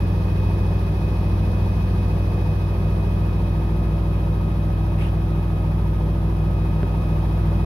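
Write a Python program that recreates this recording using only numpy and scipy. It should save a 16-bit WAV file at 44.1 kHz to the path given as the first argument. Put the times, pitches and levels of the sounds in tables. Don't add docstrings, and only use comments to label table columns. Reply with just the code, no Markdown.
import sys
import numpy as np
from scipy import signal
from scipy.fft import rfft, irfft, next_fast_len
from scipy.io import wavfile

SR = 44100
rng = np.random.default_rng(int(sys.argv[2]) if len(sys.argv) > 2 else 0)


def wav_record(signal):
    frames = np.transpose(np.atleast_2d(signal))
    bounded = np.clip(frames, -1, 1)
    quanta = np.round(bounded * 32767).astype(np.int16)
    wavfile.write(sys.argv[1], SR, quanta)


N = 337365
TIME = np.arange(N) / SR

DRUM_HZ, MOTOR_HZ, BELT_HZ = 13.82, 157.62, 10.37


def amp(db):
    return 10 ** (np.asarray(db) / 20)


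def evened(x):
    return x / np.sqrt(np.mean(x ** 2) + 1e-20)


def bell(x, centre, reach):
    return np.exp(-((x - centre) / reach) ** 2)


def read(points, hz, axis=1):
    columns = np.transpose(points)
    return np.interp(np.log(hz + 1), np.log(columns[0] + 1), columns[axis])


def drift(rate_hz):
    count = int(np.clip(rate_hz * TIME[-1], 4, 2048))
    knots = rng.standard_normal(count)
    smooth = signal.resample(knots, 16 * count)
    knot_times = np.linspace(0, TIME[-1], len(smooth))
    return evened(np.interp(TIME, knot_times, smooth))


def placed(lean_db):
    pair = amp(np.array([lean_db, -lean_db]).reshape(2, -1) / 2)
    return pair / np.sqrt(np.mean(pair ** 2, axis=0))


def heard(door_db, panel_db, height):
    door, panel = amp(door_db), amp(panel_db)
    return door + (panel - door) * height


# frequency in Hz, likeness from 0 (unrelated) to 1 (the same).
LIKENESS = [(60, 1), (130, 0.98), (290, 0.96), (640, 0.63), (1000, 0.2), (1400, 0), (15000, 0.013)]


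def half_shift(hz):
    return np.arccos(np.clip(read(LIKENESS, hz), -1, 1)) / 2


def tone(turns, hz):
    apart = half_shift(hz) * rng.choice([-1, 1])
    angle = (2 * np.pi * (turns % 1)).astype(np.float32)
    return np.sqrt(2) * np.sin(angle + np.float32([[apart], [-apart]]))


# frequency in Hz, left over right in dB.
NOISE_LEAN = [(380, -0.5), (700, -1.5), (1500, -5), (2400, -0.5), (4400, -1.5), (6000, 1.5), (8000, 7),
              (12500, 3.5), (13400, 15), (15000, 19)]


def noise(table, height, top_hz):
    size = next_fast_len(N)
    hz = np.fft.rfftfreq(size, 1 / SR)
    first, second = rfft(rng.standard_normal((2, size)))
    same = np.clip(read(LIKENESS, hz), -1, 1)
    right = same * first + np.sqrt(1 - same ** 2) * second
    spectrum = np.array([first, right]) * placed(read(NOISE_LEAN, hz))
    spectrum *= np.sqrt(SR / 2 / (1 + (hz / top_hz) ** 20))
    door = irfft(spectrum * amp(read(table, hz, axis=1)), size)[:, :N]
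    panel = irfft(spectrum * amp(read(table, hz, axis=2)), size)[:, :N]
    return door + (panel - door) * height


# multiple of the drum speed, level in dB at the door, level in dB at the panel.
DRUM_ORDERS = [(1, -55.7, -57.3), (2, -58.7, -53.9), (3, -44.4, -47.7), (4, -24.1, -22.6),
               (5, -28.8, -35.5), (6, -44.4, -40.4), (7, -23.1, -25.0), (8, -35.0, -38.9),
               (9, -45.8, -37.1), (10, -47.6, -46.6), (11, -36.8, -38.0), (12, -44.0, -44.0),
               (13, -33.7, -35.2), (14, -41.3, -45.0), (15, -37.1, -42.0), (16, -42.0, -44.1),
               (18, -54.5, -50.4), (19, -51.7, -51.3), (21, -46.9, -51.5), (22, -47.9, -51.5),
               (23, -52.0, -51.8), (24, -42.7, -39.0), (25, -50.4, -58.7), (26, -53.4, -57.4),
               (27, -47.0, -48.3), (28, -50.4, -56.4), (29, -55.6, -54.6), (30, -57.7, -57.1),
               (35, -52.8, -53.8), (36, -49.5, -52.9), (41, -49.1, -53.2)]
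LOAD_ANGLE, CABINET_LAG = .667, .1372
BEAT_HZ, BEAT_CREST_S, BEAT_DB = 0.78, 5.01, 1.5


def drum(height, waver=0.014, waver_per_hz=0.00083, boom_hz=332, boom_width_hz=8):
    turns = DRUM_HZ * TIME - LOAD_ANGLE
    boom_db = BEAT_DB * np.cos(2 * np.pi * BEAT_HZ * (TIME - BEAT_CREST_S))
    out = np.zeros((2, N))
    for order, door_db, panel_db in DRUM_ORDERS:
        hz = order * DRUM_HZ
        if abs(hz - boom_hz) < boom_width_hz:
            wavering = amp(boom_db)
        else:
            depth = waver + waver_per_hz * hz
            wavering = (1 + depth * drift(3)) / np.sqrt(1 + depth ** 2)
        order_turns = order * turns + CABINET_LAG * order ** 2
        out += heard(door_db, panel_db, height) * wavering * tone(order_turns, hz)
    return out


# frequency in Hz, strength at the door and at the panel in dB per Hz, before later level changes.
RUMBLE_COLOUR = [(20, -68, -64), (40, -72, -66), (58, -54, -59), (101, -58, -59.5), (200, -56, -56),
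                 (234, -62.5, -64.5), (408, -59, -60), (454, -64.5, -69), (705, -65.5, -66.0),
                 (890, -68.5, -68.5), (1281, -69.5, -73.5), (1290, -80.5, -82.5)]


def buzz(over_db=3.0, count=94):
    one_turn = np.zeros((2, 1025), complex)
    orders = np.arange(count // 3, count)
    hz = orders * DRUM_HZ
    phase, side = rng.random((2, len(orders)))
    apart = half_shift(hz) * np.sign(side - .5)
    angles = 2 * np.pi * phase + np.array([apart, -apart])
    one_turn[:, orders] = amp(read(RUMBLE_COLOUR, hz) + over_db) * np.exp(1j * angles)
    shape = irfft(one_turn, norm="forward") / np.sqrt(2)
    places = np.linspace(0, 1, shape.shape[1], endpoint=False)
    return np.array([np.interp(DRUM_HZ * TIME % 1, places, channel) for channel in shape])


# multiple of the shaft speed, level in dB at the door, level in dB at the panel, left over right in dB.
MOTOR_ORDERS = [(1, -32.5, -28, -0.1), (8, -57, -50.5, 0.5), (16, -49.5, -54.5, 3.3), (24, -63.5, -65, 4),
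                (32, -78, -72, 13)]
DEAD_HEIGHT, DEAD_REACH, DEAD_DB = 1, .035, -3.0


def motor(height, belt_sway=0.0096, belt_throb=0.11, flutter=0.41, jitter=0.0017):
    lap = 2 * np.pi * BELT_HZ * TIME
    dead_db = DEAD_DB * bell(height, DEAD_HEIGHT, DEAD_REACH)
    turns = MOTOR_HZ * TIME + belt_sway * np.sin(lap) + jitter * drift(60)
    out = np.zeros((2, N))
    for order, door_db, panel_db, lean_db in MOTOR_ORDERS:
        short_wave = min(order / 16, 1) ** 2
        unrest = flutter * np.array([drift(70), drift(70)]) + belt_throb * np.cos(lap)
        level = heard(door_db, panel_db, height) * amp(short_wave * dead_db)
        level = level * (1 + short_wave * unrest)
        out += level * placed(lean_db) * tone(order * turns + rng.random(), order * MOTOR_HZ)
    return out


# frequency in Hz, level in dB at the door, level in dB at the panel.
DRIVE_TONES = [(100, -45, -61), (129.9, -54, -50), (150, -45, -58), (154.8, -49, -47), (171.5, -45, -46),
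               (268.2, -49, -54), (299.2, -49, -53), (304.2, -48, -60), (495.3, -53, -56),
               (505.7, -55, -52), (567.3, -52, -51), (577.7, -55, -54), (580.4, -57, -52), (1042, -57, -59)]


def drive(height, waver=0.22):
    out = np.zeros((2, N))
    for hz, door_db, panel_db in DRIVE_TONES:
        level = heard(door_db, panel_db, height) * (1 + waver * drift(3))
        out += level * tone(hz * TIME + rng.random(), hz)
    return out


# frequency in Hz, level in dB at the door, level in dB at the panel, left over right in dB.
WHISTLE_TONES = [(1687, -58, -61, -3.5), (3227, -65, -69, -31), (3200, -69, -64.5, -3),
                 (3410, -64.5, -67, 16), (5430, -77, -71, 9), (8290, -87, -92, 13), (12823, -71, -71, 7.5),
                 (14093, -75, -74, 17), (15353, -73, -79, 28)]


def whistles(height, width_hz=110, smear=0.16):
    out = np.zeros((2, N))
    for hz, door_db, panel_db, lean_db in WHISTLE_TONES:
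        fuzzy = tone(hz * TIME + smear * drift(width_hz), hz)
        out += heard(door_db, panel_db, height) * placed(lean_db) * fuzzy
    return out


def rumble(height, shake, level_db=-1.0, chatter_db=2.2, throb_db=0.85):
    turn_db = throb_db * np.cos(2 * np.pi * (DRUM_HZ * TIME + 0.045))
    swing_db = chatter_db * (abs(shake) - 1)
    return noise(RUMBLE_COLOUR, height, top_hz=1390) * amp(level_db + turn_db + swing_db)


def scuff(order=66, width_hz=130, level_db=-48, grit=1.0, place=0.036, sharp=2.0):
    ring_hz = order * DRUM_HZ
    hz = np.fft.rfftfreq(N, 1 / SR)
    band = 1 / (1 + (2 * (hz - ring_hz) / width_hz) ** 4)
    scrape = irfft(rfft(rng.standard_normal((2, N))) * band, N)
    ring = tone(ring_hz * TIME, ring_hz) + grit * evened(scrape)
    contact = np.exp(sharp * np.cos(2 * np.pi * (DRUM_HZ * TIME - place)))
    return amp(level_db) * evened(ring * contact)


# frequency in Hz, strength at the door and at the panel in dB per Hz, before later level changes.
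HISS_COLOUR = [(600, -103, -93), (1340, -78.5, -77.5), (1760, -76.5, -79.5), (2120, -81, -82.5),
               (3480, -85, -87.5), (5270, -87.5, -93.5), (6500, -96, -99), (7450, -104, -106),
               (8440, -103.3, -105.7), (9460, -95.5, -98), (10340, -92, -93.5), (12500, -95, -97),
               (13400, -99.5, -101), (15300, -103, -105)]


def hiss(height, level_db=-0.75, throb_db=0.9):
    swell_db = throb_db * np.cos(2 * np.pi * (DRUM_HZ * TIME - .15))
    return noise(HISS_COLOUR, height, top_hz=19000) * amp(level_db + swell_db)


# start in seconds, length in seconds, level in dB.
SLEEVE_BRUSHES = [(4.11, 0.12, -53), (4.98, 0.13, -43)]
# frequency in Hz, strength in dB per Hz compared with the swish.
FIBRE_FIZZ = [(1000, -41), (2200, -34), (4500, -47.5), (7500, -59), (10300, -46.5), (15000, -61)]
SWISH_HZ, SWISH_RISE_HZ_PER_S, SWISH_WIDTH_HZ = 2243, 7500, 740


def sleeve():
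    hz = np.fft.rfftfreq(N, 1 / SR)
    soft, fine = rfft(rng.standard_normal((2, 2, N)))
    band = evened(irfft(soft / (1 + (2 * hz / SWISH_WIDTH_HZ) ** 2), N))
    fizz = irfft(fine * amp(read(FIBRE_FIZZ, hz)) * np.sqrt(SR / 2), N)
    out = np.zeros((2, N))
    for start, length, level_db in SLEEVE_BRUSHES:
        t = np.clip(TIME - start, 0, length)
        pitch_hz = SWISH_HZ + SWISH_RISE_HZ_PER_S * t
        swish = np.sqrt(2) * band * np.sin(2 * np.pi * np.cumsum(pitch_hz) / SR)
        envelope = np.sin(np.pi * (t / length) ** 0.66)
        out += amp(level_db) * envelope * (swish + fizz)
    return out


# time in seconds, level in dB.
FINGER_TAPS = [(6.831, -18)]
# frequency in Hz, level in dB compared with the tap, decay time in seconds.
HOUSING_RINGS = [(267, -15, 0.028), (392, -3.5, 0.013), (623, 0, 0.0013), (1390, -1.5, 0.00071),
                 (2400, -12, 0.00066)]


def taps(soft_s=0.00017):
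    out = np.zeros(N)
    for start, level_db in FINGER_TAPS:
        t = np.maximum(TIME - start, 0)
        ring = np.zeros(N)
        for hz, db, decay_s in HOUSING_RINGS:
            ring += amp(db) * np.sin(2 * np.pi * hz * t) * np.exp(-t / decay_s)
        out -= amp(level_db) * ring * (1 - np.exp(-t / soft_s))
    return out


# time in seconds, height from 0 (at the door) to 1 (at the panel).
MIC_HEIGHT = [(0, 0.16), (1.9, .08), (4.2, 0.87), (6.0, 1), (7.65, .85)]
CLOSER_S, CLOSER_LENGTH_S, CLOSER_DB = 6.54, 0.58, 1.07


def scene():
    height = np.interp(TIME, *np.transpose(MIC_HEIGHT))
    closer = amp(CLOSER_DB * np.clip((TIME - CLOSER_S) / CLOSER_LENGTH_S, 0, 1))
    hum = drum(height)
    tones = buzz() + motor(height) + drive(height) + whistles(height)
    noises = rumble(height, evened(hum[0])) + scuff() + hiss(height)
    return hum + closer * (tones + noises) + sleeve() + taps()


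def record(dry, edge_hz=15480):
    ends = signal.windows.tukey(N, 400 / N)
    band_limit = signal.firwin(1023, edge_hz, window=("kaiser", 9), fs=SR)
    return signal.oaconvolve(dry * ends, band_limit[None], "same")


dry = scene()
out = record(dry)
wav_record(out)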